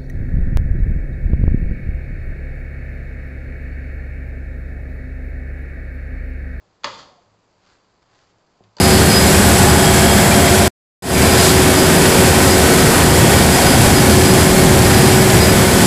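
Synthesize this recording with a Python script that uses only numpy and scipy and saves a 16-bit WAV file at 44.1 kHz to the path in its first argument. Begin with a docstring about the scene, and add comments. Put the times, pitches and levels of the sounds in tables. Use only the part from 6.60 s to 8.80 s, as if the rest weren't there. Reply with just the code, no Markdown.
"""A metal spatula strikes a wok: noise clacks, with damped modes of wok and blade.
The blade scrapes under the rice as random grains and groans in short gliding sines; lifted rice patters
back in showers of grains, the pan bumps on its support in low modes and the blade knocks again.
Shaped noise gives the stove's steady rumble, and dense grains a faint sizzle.
A small hard kitchen answers the knocks, scrape and bumps with decaying noise."""
import sys
import numpy as np
from scipy import signal
from scipy.fft import rfft, irfft
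from scipy.io import wavfile
from scipy.ndimage import uniform_filter1d

SR = 44100
rng = np.random.default_rng(int(sys.argv[2]) if len(sys.argv) > 2 else 0)


def store_wav(level_fs):
    """Save 16-bit WAV to argv[1]."""
    pcm = np.round(np.clip(np.atleast_2d(level_fs), -1, 1) * 32767)
    wavfile.write(sys.argv[1], SR, pcm.T.astype(np.int16))


N = 97020
T = np.arange(N) / SR


def from_db(db):
    """Logarithmic level: decibels to amplitude gain."""
    return 10 ** (np.asarray(db) / 20)


def rms_one(x):
    """Normalisation: scale to an rms of 1."""
    return x / np.sqrt(np.mean(x ** 2) + 1e-20)


def at_hz(points, hz):
    """Interpolation along a logarithmic frequency axis."""
    table_hz, value = np.transpose(points)
    return np.interp(np.log(hz + 1), np.log(table_hz), value)


def coloured(x, spectrum):
    """Spectral shaping: weight each frequency of a steady sound, then set its rms to 1."""
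    gain = from_db(at_hz(spectrum, np.fft.rfftfreq(N, 1 / SR)))
    return rms_one(irfft(rfft(x) * gain, N))


def dying(start, t60):
    """Exponential decay: silent until the start, then falling 60 dB in t60."""
    return (T >= start) * from_db(-60 * np.maximum(T - start, 0) / t60)


def ring(start, hz, t60):
    """Free vibration: one struck mode is a decaying sine."""
    return dying(start, t60) * np.sin(2 * np.pi * hz * (T - start))


UPPER_MODES_HZ = 990  # loss_db, in dB per octave, applies above this


def struck(start, modes, loss_db=0):
    """Modal superposition: a struck body sums its modes, whose levels vary from blow to blow."""
    out = np.zeros(N)
    for k, (hz, db, t60) in enumerate(modes):
        octaves_above = max(np.log2(hz / UPPER_MODES_HZ), 0)
        level_db = db + rng.normal(0, 1) - loss_db * octaves_above
        out += (-1) ** k * from_db(level_db) * ring(start, hz, t60)
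    return out


def burst(start, spectrum, t60, attack_s):
    """High modal density: countless close modes dying together sound as decaying noise."""
    rise = np.clip((T - start) / attack_s, 0, 1)
    return rise * dying(start, t60) * coloured(rng.standard_normal(N), spectrum)


def grains(per_s, spread_db, spectrum):
    """Random impulse process: tiny contacts of uneven size and either sign; rms 1."""
    size = from_db(spread_db * np.minimum(rng.exponential(1, N), 4))
    sign = rng.choice([-1, 1], N)
    present = rng.random(N) < per_s / SR
    return coloured(size * sign * present, spectrum)


# spectrum of the stove's rumble: pitch_hz, level_db (per Hz)
STOVE_COLOUR = [(25, -5), (38, -6), (55, 2.5), (88, -5.5), (106, 9.5), (125, -2.5), (180, 2.5), (245, -4),
                (340, -0.5), (1050, -3), (1900, -13), (4000, -20), (8000, -36)]
STOVE_DB = -62.5


def stove():
    """Stationary noise: a steady rumble of fixed spectrum."""
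    return from_db(STOVE_DB) * coloured(rng.standard_normal(N), STOVE_COLOUR)


# spectrum of the sizzling rice: pitch_hz, level_db
SIZZLE_COLOUR = [(800, -4.5), (2000, -5), (3900, -3.5), (4650, 3), (5500, -5), (7400, -3.5), (8200, -19.5)]
SIZZLE_DB, SIZZLE_GRAINS_PER_S, SIZZLE_SPREAD_DB = -71, 4400, 3


def sizzle():
    """Stationary impulse process: dense grains at a constant mean rate make a faint sizzle."""
    return from_db(SIZZLE_DB) * grains(SIZZLE_GRAINS_PER_S, SIZZLE_SPREAD_DB, SIZZLE_COLOUR)


# blade meets wok: start_s, clack_level_db, wok_level_db, blade_level_db,
# loss_db (per octave, of the wok's upper modes; negative strengthens them)
KNOCKS = [(0.2348, -36.5, -68.5, -58, 2), (0.2418, -28, -54, -63, 4), (0.2430, -18, -35.5, -28, 4),
          (0.2448, -20, -44, -32.5, -2.5), (2.0381, -54, -99, -65, 7), (2.1676, -46, -50.5, -36.5, 32),
          (2.184, -40.5, -58.5, -40, -2)]
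# spectrum of the dense, short crash of a contact: pitch_hz, level_db (per Hz)
CLACK_COLOUR = [(60, -28), (270, -16), (380, -4.5), (600, 0), (720, -3.5), (1000, 0.5), (1230, -3),
                (1450, -1), (2400, -7.5), (3100, -5.5), (3650, -1.5), (4100, -6), (4900, -6.5),
                (5400, -14.5), (7000, -15.5), (8200, -39.5)]
CLACK_ATTACK_S, CLACK_T60_S = 0.00035, 0.038


def clacks():
    """Broadband impact: each contact between blade and pan is a short crash."""
    return sum(from_db(clack_db) * burst(s, CLACK_COLOUR, CLACK_T60_S, CLACK_ATTACK_S)
               for s, clack_db, *_ in KNOCKS)


# modes of the wok, damped by the rice and the blade: pitch_hz, level_db, t60_s
WOK_MODES = [(100.4, -15.5, 0.34), (187.7, -9.5, 0.23), (327.2, -8, 0.37), (445.4, -11, 0.27),
             (588.5, 1.5, 0.17), (787, -1.5, .15), (859, -1.5, 0.14), (916, 2.5, 0.18), (980, 2.5, 0.13),
             (1064, -2.5, .18), (1310, -8.5, 0.11), (1412, -0.5, 0.3), (1840, -3, .16), (1944, -2.5, .18),
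             (3280, -33.5, 0.51), (3564, 2, 0.18)]
# modes of the spatula blade: pitch_hz, level_db, t60_s
BLADE_MODES = [(2980, -10.5, 0.032), (4300, -9.5, 0.091), (4646, 1, 0.023), (4990, -11.5, 0.043),
               (5740, -8, 0.018), (6540, -16.5, 0.054), (7570, -20.5, 0.079)]


def rings():
    """Modal excitation: knocks ring wok and blade; rice under the blade alters the wok's upper modes."""
    out = np.zeros(N)
    for s, _, wok_db, blade_db, loss_db in KNOCKS:
        out += from_db(wok_db) * struck(s, WOK_MODES, loss_db)
        out += from_db(blade_db) * struck(s, BLADE_MODES)
    return out


# decay time of the kitchen: pitch_hz, t60_s
ROOM_T60 = [(100, 1.43), (500, 0.9), (1500, .5), (4000, .5), (8000, 0.67)]
# colour of the kitchen: pitch_hz, level_db
ROOM_COLOUR = [(60, 1.5), (400, 1.5), (1000, 1), (2000, -1.5), (4000, -4), (8000, -4.5)]
ROOM_DB, ROOM_DELAY_S = -4.5, 0.0045
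EARLY_DB, EARLY_T60_S = -4, 0.24


def kitchen(x):
    """Reverberation: quick reflections off wall and counter, then a tail dying band by band."""
    response = np.zeros(N)
    early = from_db(EARLY_DB) * rms_one(dying(ROOM_DELAY_S, EARLY_T60_S))
    edges_hz = np.geomspace(40, 10000, 9)
    for low, high in zip(edges_hz, edges_hz[1:]):
        hz = np.sqrt(low * high)
        band_filter = signal.butter(2, [low, high], "band", fs=SR, output="sos")
        band = signal.sosfilt(band_filter, rng.standard_normal(N))
        late = from_db(ROOM_DB) * rms_one(dying(ROOM_DELAY_S, at_hz(ROOM_T60, hz)))
        # the two decays add in power
        response += from_db(at_hz(ROOM_COLOUR, hz)) * band * np.hypot(late, early)
    return signal.fftconvolve(x, response / np.sqrt(N))[:N]


# level of the blade sliding under the rice: time_s, level_db
SCRAPE_LEVEL = [(.245, -57), (.262, -42.5), (.30, -42.5), (.325, -45.5), (.342, -43), (.362, -49.5),
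                (.395, -43), (.432, -51), (.455, -59.5), (.54, -67), (.68, -82)]
# spectrum of the scrape: pitch_hz, level_db (per Hz)
SCRAPE_COLOUR = [(80, -9), (300, -6.5), (600, -10.5), (1050, -5.5), (1400, -4.5), (1700, -9), (2850, -11.5),
                 (3150, -3), (3550, -2), (4100, -9), (4400, 0.5), (4750, -2), (5400, -11.5), (7200, -14),
                 (8200, -30.5)]
SCRAPE_GRAINS_PER_S, SCRAPE_SPREAD_DB = 3000, 2


def scrape():
    """Sliding friction: the blade's edge catches on the pan thousands of times a second."""
    level_db = np.interp(T, *np.transpose(SCRAPE_LEVEL), left=-np.inf, right=-np.inf)
    return from_db(level_db) * grains(SCRAPE_GRAINS_PER_S, SCRAPE_SPREAD_DB, SCRAPE_COLOUR)


# the wok bumps on its support: start_s, thud_level_db, boom_level_db
BUMPS = [(.272, -41.5, -50), (0.659, -83, -59), (2.0064, -41.5, -55.5), (2.1935, -39, -74)]
# modes of the support: pitch_hz, level_db, t60_s
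THUD_MODES = [(62, -20, .15), (192.5, -10, 0.13), (378, -3, 0.031), (710, 1, .014)]
BOOM_HZ, BOOM_T60_S = 106.6, 0.56  # the whole pan rocking on its support


def bumps():
    """Damped resonance: a dull thud of the support, and the whole pan booms on it."""
    out = np.zeros(N)
    for s, thud_db, boom_db in BUMPS:
        out += from_db(thud_db) * struck(s, THUD_MODES)
        out += from_db(boom_db) * ring(s, BOOM_HZ, BOOM_T60_S)
    return out


# short slips as the blade slows: middle_s, length_s, pitch_hz (at the middle), glide_hz_per_s, level_db
GROANS = [(0.416, 0.048, 628, 1302.5, -50), (0.45, 0.065, 762, -500, -53),
          (0.532, 0.074, 743, -1000, -53.5), (0.589, 0.042, 690, 399.5, -52.5), (0.636, 0.051, 727, 0, -61)]
GROAN_WAVER = 0.0205  # rms, as a fraction of the pitch


def groan():
    """Stick-slip oscillation: brief unsteady tones at the end of the stroke."""
    waver = 1 + GROAN_WAVER * rms_one(uniform_filter1d(rng.standard_normal(N), size=200))
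    out = np.zeros(N)
    for middle, length, hz, glide, db in GROANS:
        swell = np.cos(np.pi * np.clip((T - middle) / length, -.5, .5)) ** 2
        pitch_hz = (hz + glide * (T - middle)) * waver
        out += from_db(db) * swell * np.sin(2 * np.pi * np.cumsum(pitch_hz) / SR)
    return out


# lifted rice drops into the pan: middle_s, spread_s, level_db
RICE_FALLS = [(1.098, 0.056, -58.5), (1.28, 0.061, -71.5), (1.426, 0.0038, -60.5), (1.582, 0.06, -59.5),
              (1.704, 0.019, -66)]
# spectrum of the pattering rice: pitch_hz, level_db
RICE_COLOUR = [(100, 2.5), (400, -7), (1050, 1.5), (1550, 0.5), (2200, -6), (3800, -6.5), (4650, -3),
               (5500, -10), (7300, -11), (8200, -24)]
RICE_GRAINS_PER_S, RICE_SPREAD_DB = 1600, 2


def rice():
    """Modulated impulse process: showers of grains swell and fade in level."""
    flow = sum(from_db(db) * np.exp(-.5 * ((T - middle) / spread) ** 2)
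               for middle, spread, db in RICE_FALLS)
    return flow * grains(RICE_GRAINS_PER_S, RICE_SPREAD_DB, RICE_COLOUR)


BODY_ROOM_DB = -6  # room level of rings and bumps, relative to that of clack and scrape


def scene():
    """Linear superposition: spatula and wok in the room, over rice and stove."""
    contact = clacks() + scrape()
    body = rings() + bumps()
    room = kitchen(contact + from_db(BODY_ROOM_DB) * body)
    return (contact + body + room + groan() + rice() + sizzle() + stove())[None]


CUTOFF_HZ = 8700  # the filter is 54 dB down from here up


def record(dry):
    """Low-pass filtering: the top is cut steeply."""
    return signal.sosfilt(signal.cheby2(18, 54, CUTOFF_HZ, fs=SR, output="sos"), dry)


dry = scene()
out = record(dry)
store_wav(out)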